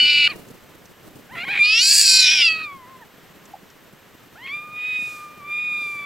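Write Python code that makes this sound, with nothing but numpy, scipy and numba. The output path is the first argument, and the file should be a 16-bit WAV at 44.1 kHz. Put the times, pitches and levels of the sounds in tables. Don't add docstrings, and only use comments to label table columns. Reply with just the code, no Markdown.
import sys
import numpy as np
from scipy import signal
from scipy.fft import rfft, irfft
from scipy.io import wavfile
from scipy.ndimage import uniform_filter1d
from numba import njit

SR = 44100
rng = np.random.default_rng(int(sys.argv[2]) if len(sys.argv) > 2 else 0)


def master(y):
    cut = np.clip(np.atleast_2d(y).T, -1, 1)
    pcm = np.round(cut * 32767)
    wavfile.write(sys.argv[1], SR, pcm.astype(np.int16))


N = 267008
T = np.arange(N) / SR
FREQS = np.arange(N // 2 + 1) * SR / N
SIDES = np.array([[-1], [1]])


def undb(db):
    return 10 ** (np.asarray(db) / 20)


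def curves(rows):
    s, *columns = np.transpose(rows)
    return [np.interp(T, s, c) for c in columns]


def bump(s, half_length):
    return np.exp(-((T - s) / half_length) ** 2)


def bumps(rows):
    return sum(height * bump(s, half_length) for s, half_length, height in rows)


def gate(start, end, fade=.004):
    return np.clip((T - start) / fade + 1, 0, 1) * np.clip((end - T) / fade + 1, 0, 1)


def steady(x, size=700):
    power = uniform_filter1d(uniform_filter1d(x * x, size), size)
    return x / np.sqrt(np.abs(power) + 1e-12)


def coloured(x, colour):
    hz, db = np.transpose(colour)
    return irfft(rfft(x) * undb(np.interp(np.log(FREQS + 1), np.log(hz), db)), N)


def noise(colour):
    x = coloured(rng.standard_normal(N), colour)
    return x / x.std()


def wander(hz):
    return noise([(hz / 2, 0), (hz, -3), (hz * 4, -28), (hz * 40, -100)])


@njit
def bandpass(x, hz, width):
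    y, band, low = np.empty(len(x)), 0., 0.
    for i in range(len(x)):
        g, damping = np.tan(np.pi * hz[i] / SR), width[i] / hz[i]
        v = (band + g * (x[i] - low)) / (1 + g * (g + damping))
        band, low, y[i] = 2 * v - band, low + 2 * g * v, damping * v
    return y


def resonance(x, hz, width_hz, order=2):
    for _ in range(order):
        x = bandpass(x + 1e-18, hz + np.zeros(N), width_hz + np.zeros(N))
    return x


def register(x, lo_hz, hi_hz, order):
    band = signal.butter(order, [lo_hz, hi_hz], "band", fs=SR, output="sos")
    return steady(signal.sosfilt(band, x))


# t/s, level/dB
RUMBLE_LEVEL = [(0, -45), (.75, -53), (2.6, -49), (3.2, -55), (6.05, -51.5)]
# t/s, half length/s, added level/dB
RUMBLE_SWELLS = [(.31, 0.052, 4), (.49, 0.18, 3.5), (1.09, 0.035, 7.5), (1.18, 0.03, 9), (1.38, 0.059, 9.5),
                 (1.53, 0.05, 8.5), (5.39, .025, 3.5)]
# f/Hz, relative level/dB
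RUMBLE_SPECTRUM = [(25, -9), (50, -18.5), (90, -3.5), (170, 0.5), (300, -1.5), (480, -5), (800, -12.5),
                   (2000, -27)]
def rumble(lean_db=.5, spread=.55):
    level_db = curves(RUMBLE_LEVEL)[0] + bumps(RUMBLE_SWELLS) + 2.8 * wander(35)
    pair = noise(RUMBLE_SPECTRUM) + spread * SIDES * noise(RUMBLE_SPECTRUM)
    return pair * undb(level_db + lean_db * SIDES)


# f/Hz, relative level/dB
AIR_SPECTRUM = [(260, -12.5), (450, -5), (838, -8), (1030, -6), (1840, -6.5), (2260, -10), (2910, -10),
                (4880, -18.5), (5260, -18.5), (8960, -22.5), (9790, -44.5), (12200, -16), (15500, -25)]
def distant_air(level_db=-52, spread=.3):
    drift_db = .6 * wander(6)
    pair = noise(AIR_SPECTRUM) + spread * SIDES * noise(AIR_SPECTRUM)
    return pair * undb(level_db + drift_db)


def yard_echo(x, ground_db=-17, walls_db=-30, ground_t60=.03, walls_t60=.5):
    t = T[:SR // 2]
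    pair = []
    for _ in range(2):
        response = 1. * (t == 0)
        for db, t60, delay in ((ground_db, ground_t60, .001), (walls_db, walls_t60, .012)):
            tail = rng.standard_normal(len(t)) * np.exp(-np.log(1000) * t / t60) * (t > delay)
            response += undb(db) * tail / np.linalg.norm(tail)
        pair.append(signal.fftconvolve(x, response)[:N])
    return np.array(pair)


# t/s, relative peak level/dB, f/Hz
PAW_TICKS = [(0.486, -46, 6830), (0.855, -45, 5800), (1.0294, -57, 5190), (3.455, -41, 6740),
             (3.702, -47, 6000)]
def grit(decay_s=.0051, lift_db=4):
    out = np.zeros(N)
    for s, db, hz in PAW_TICKS:
        crunch = rng.standard_normal(N) * (T >= s) * np.exp(-np.abs(T - s) / decay_s)
        tick = resonance(crunch, hz, width_hz=2377)
        out += undb(db + lift_db) * tick / np.abs(tick).max()
    return out


# t/s, f/Hz, half length/s, level/dB
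GULP_PULSES = [(3.542, 788, 0.0045, -28.5), (3.555, 740, 0.0019, -34), (3.567, 766, .003, -44)]
def gulp():
    return sum(undb(db) * bump(s, half_length) * np.sin(2 * np.pi * hz * (T - s))
               for s, hz, half_length, db in GULP_PULSES)


# t/s, half length/s, level/dB
HISS_SWELLS = [(5.11, 0.15, -47), (5.888, 0.12, -51.5)]
def hisses():
    swell = sum(undb(db) * bump(s, half_length) for s, half_length, db in HISS_SWELLS)
    spectrum = [(2000, -11), (4500, -8.5), (8000, -8), (10500, -14.5), (14000, -12.5), (16000, -29)]
    return swell * noise(spectrum)


# start t/s, end t/s, rate/pitch, coupling/0-1
FOLD_BEATS = [(0, 0.023, .585, 0.29), (0.067, 0.313, 0.6, 0.61), (1.491, 1.555, 0.74, 0.29),
              (1.66, 1.797, 0.63, 0.25), (1.853, 2.284, .618, 0.65), (2.313, 2.41, .59, 0.9),
              (2.462, 2.611, .5, 0.45), (4.78, 4.95, 0.38, 0.12), (5.597, 5.795, 0.16, 0.11)]
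# t/s, half length/s, added chaos/0-1
RASP_BURSTS = [(.278, 0.0072, .7), (1.366, 0.041, .35), (1.443, .008, 0.3), (1.555, 0.038, 0.67),
               (1.98, .085, .55), (2.29, 0.083, .28), (2.61, 0.033, 0.32), (2.87, .04, .22),
               (4.476, 0.011, 0.6)]
def fold_motion(fade_s=.054, clear_chaos=.105, beat_chaos=.17):
    ratio, = curves([(s, rate) for start, end, rate, _ in FOLD_BEATS for s in (start, end)])
    coupling = np.max([grip * gate(start, end, fade_s) for start, end, _, grip in FOLD_BEATS], axis=0)
    chaos = np.clip(clear_chaos + beat_chaos * coupling + bumps(RASP_BURSTS), 0, 1)
    return ratio, coupling, chaos


# start t/s, end t/s
SNARL_SPANS = [(1.358, 1.447), (1.483, 1.588)]
def larynx(hz, ratio, coupling, chaos, snarl_ratio=.68, throb=.32, slope=1.18, harmonics=12):
    snarl = sum(gate(start, end) for start, end in SNARL_SPANS)
    jitter = .002 + .012 * chaos + .035 * chaos ** 2
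    hz = hz * (1 + jitter * wander(50))
    fast = 2 * np.pi * np.cumsum(hz * (1 + snarl * (snarl_ratio - 1))) / SR
    slow = 2 * np.pi * np.cumsum(hz * ratio * (1 + .06 * chaos * wander(70))) / SR
    undertone = coupling * np.sin(slow)
    phase = fast + undertone + .48 * chaos * wander(300)
    puffs = 1 - throb * coupling * np.sin(slow - .0044)
    shimmer = 1 + .55 * chaos * wander(450)
    flow = sum(np.sin(k * phase) / k ** slope for k in range(1, harmonics + 1))
    turbulence = .16 * chaos * (1 + np.cos(phase)) * rng.standard_normal(N)
    return puffs * shimmer * (flow + turbulence) + undertone


def by_jaw(jaw, shut, wide):
    return shut + (wide - shut) * np.clip(jaw, 0, 1)


# f/Hz, level/dB
THROAT_RESPONSE = [(550, -19), (950, -11), (1500, -1), (1800, -1), (2080, -7), (2300, 0), (2480, 6),
                   (2750, 0), (3150, -4), (3650, 2), (4200, 2), (4700, 2), (5400, -2), (6300, -2)]
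# f/Hz, level/dB
TEETH_RESPONSE = [(5500, -59.5), (6400, 0), (7300, 4.5), (8100, 0), (8600, -12), (9500, 6.5), (10100, -9.5),
                  (10600, -7), (13000, -10), (16000, -12.5)]
def vocal_tract(source, hz, jaw, first_db=4, second_db=1):
    first_hz, second_hz = by_jaw(jaw, 1850, 4876), by_jaw(jaw, 2880, 8350)
    throat = coloured(source, THROAT_RESPONSE)
    mouth = throat + undb(first_db) * resonance(throat, first_hz, width_hz=900)
    mouth += undb(second_db) * resonance(throat, second_hz, width_hz=1200)
    chest = register(resonance(throat, hz, 1100, order=1), 600, 1924, order=10)
    main = register(resonance(mouth, np.minimum(first_hz, 3000), 2080, order=1), 1855, 3410, order=5)
    bright = register(resonance(mouth, np.minimum(second_hz - 350, 5200), 1700), 3550, 6130, order=6)
    shrill = steady(coloured(mouth, TEETH_RESPONSE))
    return chest, main, bright, shrill


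# t/s, pitch f/Hz, jaw opening/0-1
SCREAM_GESTURE = [(0, 1486, 0.32), (.1, 1469, 0.31), (.272, 1442, 0.28), (.285, 1218, 0.29),
                  (.305, 1254, 0.29), (.34, 940, 0.07)]
YOWL_GESTURE = [(1.29, 704, .02), (1.332, 1046, 0.051), (1.372, 978.4, .06), (1.425, 1053, 0.22),
                (1.443, 1162, 0.051), (1.452, 1055, 0.032), (1.485, 1114, .08), (1.52, 1230, 0.09),
                (1.599, 1188, 0.11), (1.659, 1214, .32), (1.745, 1322, .42), (1.79, 1399, 0.54),
                (1.841, 1572, 0.88), (1.98, 1690, 0.98), (2.1, 1550, 0.88), (2.191, 1548, 0.81),
                (2.281, 1468, 0.53), (2.316, 1588, .53), (2.38, 1515, 0.47), (2.49, 1296, 0.35),
                (2.57, 1280, 0.22), (2.641, 1232, .24), (2.71, 1130, 0.055), (2.85, 987.6, 0.023),
                (2.91, 1069, 0.022), (3.01, 993, 0.017), (3.06, 700, .02)]
WHINE_GESTURE = [(4.341, 566, 0), (4.385, 890, 0.038), (4.449, 1080, 0), (4.494, 1090, 0.0044),
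                 (4.539, 1191, 0.014), (4.898, 1252, 0.084), (5.092, 1231, 0.025), (5.251, 1197, 0),
                 (5.381, 1212, 0.018), (5.422, 1155, 0.041), (5.498, 1195, 0.057), (5.638, 1232, 0.066),
                 (5.829, 1198, 0.2), (6.05, 1155, 0.022)]
# t/s, fundamental level/dB, overtone level/dB
SCREAM_LOUDNESS = [(0.0, -29, -9.5), (0.004, -40.5, -16), (0.27, -41, -16), (0.276, -31.5, -15.5),
                   (0.282, -44, -37), (0.294, -39, -37.5), (0.302, -40, -28.5), (0.32, -39.5, -32.5),
                   (0.35, -55, -55)]
YOWL_LOUDNESS = [(1.29, -74, -60), (1.298, -48, -57.5), (1.382, -37.5, -31.5), (1.432, -42.5, -31),
                 (1.442, -36, -29.5), (1.462, -50, -39), (1.492, -33.5, -25), (1.526, -38.5, -25.5),
                 (1.57, -38.5, -24), (1.61, -46.5, -13.5), (1.668, -43, -18), (2.014, -39, -13.5),
                 (2.018, -44, -17), (2.132, -35.5, -13), (2.374, -38, -17.5), (2.462, -40.5, -14),
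                 (2.59, -39, -32), (2.65, -41, -31.5), (2.728, -37.5, -47), (2.792, -47, -60.5),
                 (2.966, -45.5, -68), (2.98, -60, -65.5), (3.03, -43, -78), (3.06, -64, -69)]
WHINE_LOUDNESS = [(4.34, -72, -76), (4.358, -44, -76), (4.368, -49.5, -62), (4.444, -51.5, -39.5),
                  (4.54, -43.5, -29.5), (4.692, -42.5, -48.5), (4.762, -45.5, -34.5), (4.848, -53, -28),
                  (5.02, -54.5, -26.5), (5.24, -38, -49.5), (5.358, -51, -53.5), (5.43, -41, -50),
                  (5.526, -42, -27.5), (5.658, -51, -27.5), (5.726, -44.5, -26), (6.05, -40.5, -35)]
def tomcats(chest_lift_db=.5, overtone_lift_db=1.96, shrill_trace_db=-35.5):
    hz, jaw = curves([*SCREAM_GESTURE, *YOWL_GESTURE, *WHINE_GESTURE])
    low_db, high_db = curves([*SCREAM_LOUDNESS, *YOWL_LOUDNESS, *WHINE_LOUDNESS])
    ratio, coupling, chaos = fold_motion()
    registers = vocal_tract(larynx(hz, ratio, coupling, chaos), hz, jaw)
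    bright_share = undb(by_jaw(jaw, -18.5, 15))
    shrill_share = undb(by_jaw(jaw, -58, 14)) + undb(shrill_trace_db)
    shares = np.array([np.ones(N), bright_share, shrill_share])
    shares /= np.linalg.norm(shares, axis=0)
    gains = [undb(low_db + chest_lift_db), *(undb(high_db + overtone_lift_db) * shares)]
    stutter_db = np.minimum(.2 + 6.1 * chaos, 1.5)
    voice = sum(layer * gain * undb(stutter_db * wander(55)) for layer, gain in zip(registers, gains))
    calls = (SCREAM_LOUDNESS, YOWL_LOUDNESS, WHINE_LOUDNESS)
    return voice * sum(gate(call[0][0], call[-1][0]) for call in calls)


def microphone(pair, right_lead_s=12.2e-6, lean_db=.13):
    turn = 2 * np.pi * FREQS * right_lead_s
    return irfft(rfft(pair) * np.exp(.5j * turn * SIDES), N) * undb(lean_db * SIDES)


def scene():
    close_sounds = tomcats() + hisses() + grit() + gulp()
    return microphone(yard_echo(close_sounds)) + rumble() + distant_air()


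def record(dry, top_hz=15700):
    return signal.sosfilt(signal.ellip(8, .2, 70, top_hz, fs=SR, output="sos"), dry)


dry = scene()
out = record(dry)
master(out)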